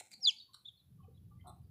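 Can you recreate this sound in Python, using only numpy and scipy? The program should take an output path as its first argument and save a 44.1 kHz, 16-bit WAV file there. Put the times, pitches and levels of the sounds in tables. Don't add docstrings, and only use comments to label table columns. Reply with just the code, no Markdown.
import sys
import numpy as np
from scipy import signal
from scipy.fft import rfft, irfft, next_fast_len
from scipy.io import wavfile

SR = 44100
rng = np.random.default_rng(int(sys.argv[2]) if len(sys.argv) > 2 else 0)


def wrap_up_sound(samples):
    columns = np.atleast_2d(samples).T
    tamed = np.clip(columns, -1, 1)
    steps = np.round(tamed * 32767).astype(np.int16)
    wavfile.write(sys.argv[1], SR, steps)


N = 74970
T = np.arange(N) / SR


def from_db(db):
    return 10 ** (np.asarray(db) / 20)


def rms_one(x):
    return x / np.sqrt(np.mean(x ** 2) + 1e-20)


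def curve(rows, column=1):
    rows = np.array(rows)
    return np.interp(T, rows[:, 0], rows[:, column])


def envelope(rows, column=1, rounding_s=.002):
    gain = from_db(curve(rows, column)) * (T >= rows[0][0]) * (T <= rows[-1][0])
    window = np.hanning(int(rounding_s * SR))
    return np.convolve(gain, window / window.sum(), "same")


def band(x, low_hz, high_hz):
    edges_hz = [max(low_hz, 10), min(high_hz, SR * .45)]
    return signal.sosfilt(signal.butter(2, edges_hz, "band", fs=SR, output="sos"), x)


def flutter(rate_hz=250):
    return rms_one(band(rng.standard_normal(N), rate_hz / 10, rate_hz))


def colour(x, tone):
    size = 2 * next_fast_len(N)
    octaves = np.log2(np.maximum(np.fft.rfftfreq(size, 1 / SR), 1))
    hz, db = np.transpose(tone)
    octaves_outside = np.abs(octaves - np.clip(octaves, np.log2(hz[0]), np.log2(hz[-1])))
    gain_db = np.interp(octaves, np.log2(hz), db) - 30 * np.minimum(octaves_outside, 2)
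    cepstrum = irfft(np.log(rms_one(from_db(gain_db))))[:size // 2]
    cepstrum[1:] *= 2
    return irfft(rfft(x, size) * np.exp(rfft(cepstrum, size)))[:N]


def grains(per_s, spread_db=6):
    sizes = from_db(spread_db * np.minimum(rng.exponential(1, N), 4))
    signs = rng.choice([-1, 1], N)
    return rms_one(sizes * signs * (rng.random(N) < per_s / SR))


def cracks(rows, decay_s):
    force = sum(from_db(db) * (T >= start_s) * np.exp(-np.abs(T - start_s) / decay_s)
                for start_s, db in rows)
    return force * rng.standard_normal(N)


def phase_of(pitch_hz, jitter):
    return 2 * np.pi * np.cumsum(pitch_hz * (1 + jitter * flutter())) / SR


def background(hiss_db=-80.5):
    # time_s, level_db
    rumble_level = [(0, -73.5), (.1, -88), (.3, -85.5), (.45, -82), (.6, -76.5), (.72, -74), (.8, -76.5),
                    (.9, -63), (1.0, -56.5), (1.16, -60), (1.22, -55), (1.45, -58), (1.7, -55)]
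    # frequency_hz, relative_db
    rumble_tone = [(25, -21.5), (45, -18.5), (62, -5.5), (85, 2.5), (135, 1), (190, -6.5), (250, -20),
                   (400, -28), (600, -43)]
    hiss_tone = [(100, -0.5), (250, -4.5), (480, -12.5), (800, -16), (2100, -22), (3600, -19.5),
                 (6300, -25), (9900, -26.5), (10700, -13), (11900, -15.5), (12800, -25.5), (13800, -19),
                 (15400, -16.5)]
    rumble = from_db(curve(rumble_level)) * rms_one(colour(rng.standard_normal(N), rumble_tone))
    return rumble + from_db(hiss_db) * colour(rng.standard_normal(N), hiss_tone)


def shed_echo(x, delay_s=.0025, build_s=.0031):
    # frequency_hz, fade_s
    fade_times = [(200, .35), (1000, 0.29), (2400, 0.23), (4000, 0.44), (6500, 0.17), (12000, 0.44)]
    # frequency_hz, relative_db
    echo_tone = [(150, -3.5), (900, 3.5), (2000, 1), (2500, 1.5), (3000, 0), (3500, -6), (4400, 0.5),
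                 (5500, -5), (6300, 2), (7000, 0), (9000, -1.5), (14000, -9)]
    hz, fade_s = np.transpose(fade_times)
    edges_hz = np.geomspace(100, 16000, 16)
    tail = 0
    for low, high in zip(edges_hz, edges_hz[1:]):
        band_fade_s = np.interp(np.log(low * high) / 2, np.log(hz), fade_s)
        tail += band(rng.standard_normal(N), low, high) * from_db(-60 * T / band_fade_s)
    fade_in = np.clip((T - delay_s) / build_s, 0, 1)
    tail = colour(tail * fade_in, echo_tone)
    return signal.fftconvolve(x, tail / np.sqrt(np.sum(tail ** 2)))[:N]


def tub_echo(x, level_db=-16, fade_s=.1):
    echoes = rng.standard_normal(N) * from_db(-60 * np.minimum(T / fade_s, 3))
    return from_db(level_db) * signal.fftconvolve(x, echoes / np.sqrt(np.sum(echoes ** 2)))[:N]


def far_birds(fade_s=.01, waver_db=5):
    # start_s, length_s, start_hz, end_hz, level_db
    notes = [(0.187, 0.045, 792, 719, -77), (0.189, 0.037, 514, 516, -75.5), (0.31, 0.023, 898, 856, -79.5),
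             (0.477, 0.039, 1146, 983, -78), (0.983, 0.033, 1200, 1087, -73.5),
             (1.026, 0.039, 780, 756, -76), (1.028, 0.057, 1120, 1185, -84.5),
             (1.02, 0.025, 2973, 3085, -80.5), (1.031, 0.021, 2654, 2430, -83),
             (1.079, 0.017, 477, 457, -61), (1.137, 0.041, 3730, 3980, -82),
             (1.167, 0.021, 3376, 3380, -81.5), (1.306, 0.045, 1190, 1150, -76),
             (1.308, 0.023, 820, 820, -82.5), (1.386, 0.058, 2023, 2130, -81),
             (1.406, 0.017, 3210, 2984, -77.5), (1.626, 0.034, 4710, 4730, -93.5)]
    calls = np.zeros(N)
    for start_s, length_s, start_hz, end_hz, level_db in notes:
        end_s = start_s + length_s
        fade = np.clip(np.minimum(T - start_s, end_s - T) / fade_s, 0, 1)
        pitch_hz = np.interp(T, [start_s, end_s], [start_hz, end_hz])
        calls += from_db(level_db) * fade * np.sin(phase_of(pitch_hz, jitter=.017))
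    return np.sqrt(2) * calls * from_db(waver_db * flutter(rate_hz=33))


def hand_rub():
    # time_s, level_db
    rub_level = [(.09, -91), (.12, -75), (.21, -74.5), (.25, -89), (.37, -78), (.45, -87)]
    return envelope(rub_level) * rms_one(band(rng.standard_normal(N), low_hz=157.8, high_hz=225))


def gritty_burst():
    # time_s, level_db
    low_level = [(1.439, -82), (1.446, -58), (1.46, -59.5), (1.475, -55), (1.50, -53), (1.51, -57),
                 (1.53, -93)]
    squeak_level = [(1.462, -94), (1.471, -63.5), (1.481, -57.5), (1.502, -63.5), (1.512, -100),
                    (1.53, -100)]
    # frequency_hz, relative_db
    low_tone = [(160, -41), (280, -24), (356, -10), (475, -33.5), (713, 0.5), (973, -14.5), (1050, -8.5),
                (1270, -14), (1440, -18.5), (1560, -59), (1800, -44), (2340, -67), (3960, -120)]
    squeak_tone = [(3350, -37), (3600, 1.5), (3720, -20), (3900, 3.5), (4120, -0.5), (4500, -31.5),
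                   (7400, -34), (8200, 2), (8750, -31), (9400, -7), (10200, -9), (11000, -16), (13000, -17),
                   (14000, -28)]
    grit = grains(per_s=4000)
    low_part = colour(grit * envelope(low_level), low_tone)
    return low_part + colour(grit * envelope(squeak_level), squeak_tone)


def shell_clicks():
    # start_s, level_db
    taps = [(.534, -58.5), (.538, -60), (.541, -60), (.5435, -52), (.546, -51)]
    # frequency_hz, relative_db
    shell_tone = [(410, -56), (700, -48), (1080, -6.5), (1230, -11), (1470, -11.5), (1590, -18),
                  (1700, -36), (1980, -28), (2660, -42), (3020, -14), (3300, -19.5), (4060, 4.5),
                  (4610, -7.5), (5040, -33), (5590, -11), (6270, -44), (6860, -21), (8210, -9.5),
                  (9820, -21.5), (10700, -14), (15000, -36)]
    return colour(cracks(taps, decay_s=.0026), shell_tone)


def egg_knock():
    # frequency_hz, relative_db
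    knock_tone = [(180, -38), (300, -8), (740, 14), (1270, -8), (2340, 1), (3050, -2.5), (4220, -11.5),
                  (4550, -14.5), (4850, -31), (5290, -15), (6000, -17.5), (7800, -52.5), (13200, -120)]
    start_s, level_db = .0075, -48.5
    return colour(cracks([(start_s, level_db)], decay_s=.00294), knock_tone)


def litter_rustle():
    # time_s, level_db
    rustle_level = [(0, -47), (.012, -61), (.02, -65.5), (.07, -68.5), (.105, -81), (.116, -60.5),
                    (.14, -59.5), (.15, -81), (.2, -77), (.24, -95.5)]
    # start_s, level_db
    snaps = [(.001, -54.5), (.072, -60.5), (.110, -60.5), (.116, -47.5), (.139, -51)]
    # frequency_hz, relative_db
    litter_tone = [(180, -37), (300, 0), (409, -23.5), (498, -4), (597, -16), (855, -7.5), (1040, -35.5),
                   (1490, -7.5), (1730, -14), (2210, 2.5), (3330, -18.5), (3550, -6.5), (4120, 1),
                   (4620, -24), (5260, -6.5), (5800, -12), (7420, 3.5), (12700, -19.5), (15000, -16)]
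    crackle = envelope(rustle_level) * grains(per_s=11000) + cracks(snaps, decay_s=.00095)
    return colour(crackle, litter_tone)


def soft_peeps(octave_db=-32.5, waver_db=.5):
    # time_s, pitch_hz, level_db
    peeps = [
        [(.120, 4700, -61), (.128, 4840, -61.5), (.140, 4153, -52.5), (.148, 4680, -58), (.158, 4660, -65),
         (.163, 4560, -74)],
        [(.356, 4300, -78), (.366, 4650, -61), (.374, 4570, -56), (.380, 3945, -84.5), (.387, 4590, -51),
         (.395, 4850, -64.5), (.404, 3720, -50.5), (.410, 3780, -55.5), (.416, 4630, -61), (.432, 4420, -60),
         (.445, 4690, -69)],
        [(.647, 3550, -79), (.652, 3390, -62), (.660, 3517, -47), (.668, 3682, -58), (.677, 3813, -56),
         (.687, 3467, -46.5), (.694, 3327, -56.5), (.701, 3360, -66), (.705, 3360, -79)],
        [(.766, 4330, -91), (.778, 4250, -69), (.792, 4130, -84), (.803, 3900, -67), (.818, 3917, -83)],
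    ]
    calls = np.zeros(N)
    for peep in peeps:
        phase = phase_of(curve(peep), jitter=.012)
        whistle = np.sin(phase) + from_db(octave_db) * np.sin(2 * phase)
        calls += envelope(peep, column=2) * whistle
    return np.sqrt(2) * calls * from_db(-waver_db * flutter())


def loud_cheep(swing, overtone_waver_db=3, waver_db=.21):
    # time_s, pitch_hz
    pitch = [(.205, 5680), (.222, 5560), (.233, 5200), (.242, 4990), (.248, 4780), (.253, 4720),
             (.259, 4130), (.264, 4040), (.272, 3560), (.276, 3490), (.282, 3470), (.288, 3350),
             (.295, 3080), (.305, 2540), (.316, 2230)]
    # time_s, level_db
    main_level = [(.203, -81), (.212, -65), (.228, -49.5), (.231, -43), (.245, -36), (.251, -30),
                  (.255, -24.5), (.257, -45.5), (.259, -25), (.263, -25.5), (.270, -36), (.273, -23),
                  (.278, -24), (.288, -24), (.294, -27), (.299, -36.5), (.308, -56), (.322, -68.5)]
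    # time_s, second_db, third_db
    overtones = [(.205, -97, -120), (.236, -69, -110), (.266, -74, -82.5), (.274, -46.5, -68.5),
                 (.286, -41.5, -63.5), (.294, -47.5, -71), (.301, -55.5, -73.5), (.308, -40, -65),
                 (.312, -48.5, -60.5), (.319, -66, -87.5)]
    # time_s, pitch_hz, level_db
    high_voice = [(.229, 6610, -74.5), (.233, 6650, -54), (.238, 6890, -66.5), (.243, 7470, -62),
                  (.247, 7200, -77), (.252, 6720, -56.5), (.257, 6890, -78)]
    phase = phase_of(curve(pitch), jitter=.003)
    third = envelope(overtones, column=2)
    fourth = third * from_db(-25)
    voice = 0
    for k, gain in enumerate([envelope(main_level), envelope(overtones), third, fourth]):
        waver = from_db(k * overtone_waver_db * flutter())
        voice += gain ** swing * waver * np.sin((k + 1) * phase)
    high_phase = phase_of(curve(high_voice), jitter=.01)
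    voice += envelope(high_voice, column=2) ** swing * np.sin(high_phase)
    return np.sqrt(2) * voice * from_db(waver_db * flutter())


def scene():
    # sound, shed_echo_db
    quiet = [(soft_peeps(), -11), (far_birds(), -9.5), (litter_rustle() + egg_knock(), -14),
             (shell_clicks(), -8), (gritty_burst(), -10.5)]
    cheep = loud_cheep(swing=.99)
    soft = sum(sound for sound, _ in quiet)
    tub = tub_echo(soft + cheep * from_db(-11))
    even_cheep = loud_cheep(swing=.63) * from_db(-34)
    shed = shed_echo(even_cheep + sum(sound * from_db(db) for sound, db in quiet))
    return (cheep + soft + tub + shed + hand_rub() + background())[None]


def record(dry):
    cutoff_hz = 15500
    return signal.sosfilt(signal.ellip(12, .1, 80, cutoff_hz, fs=SR, output="sos"), dry)


dry = scene()
out = record(dry)
wrap_up_sound(out)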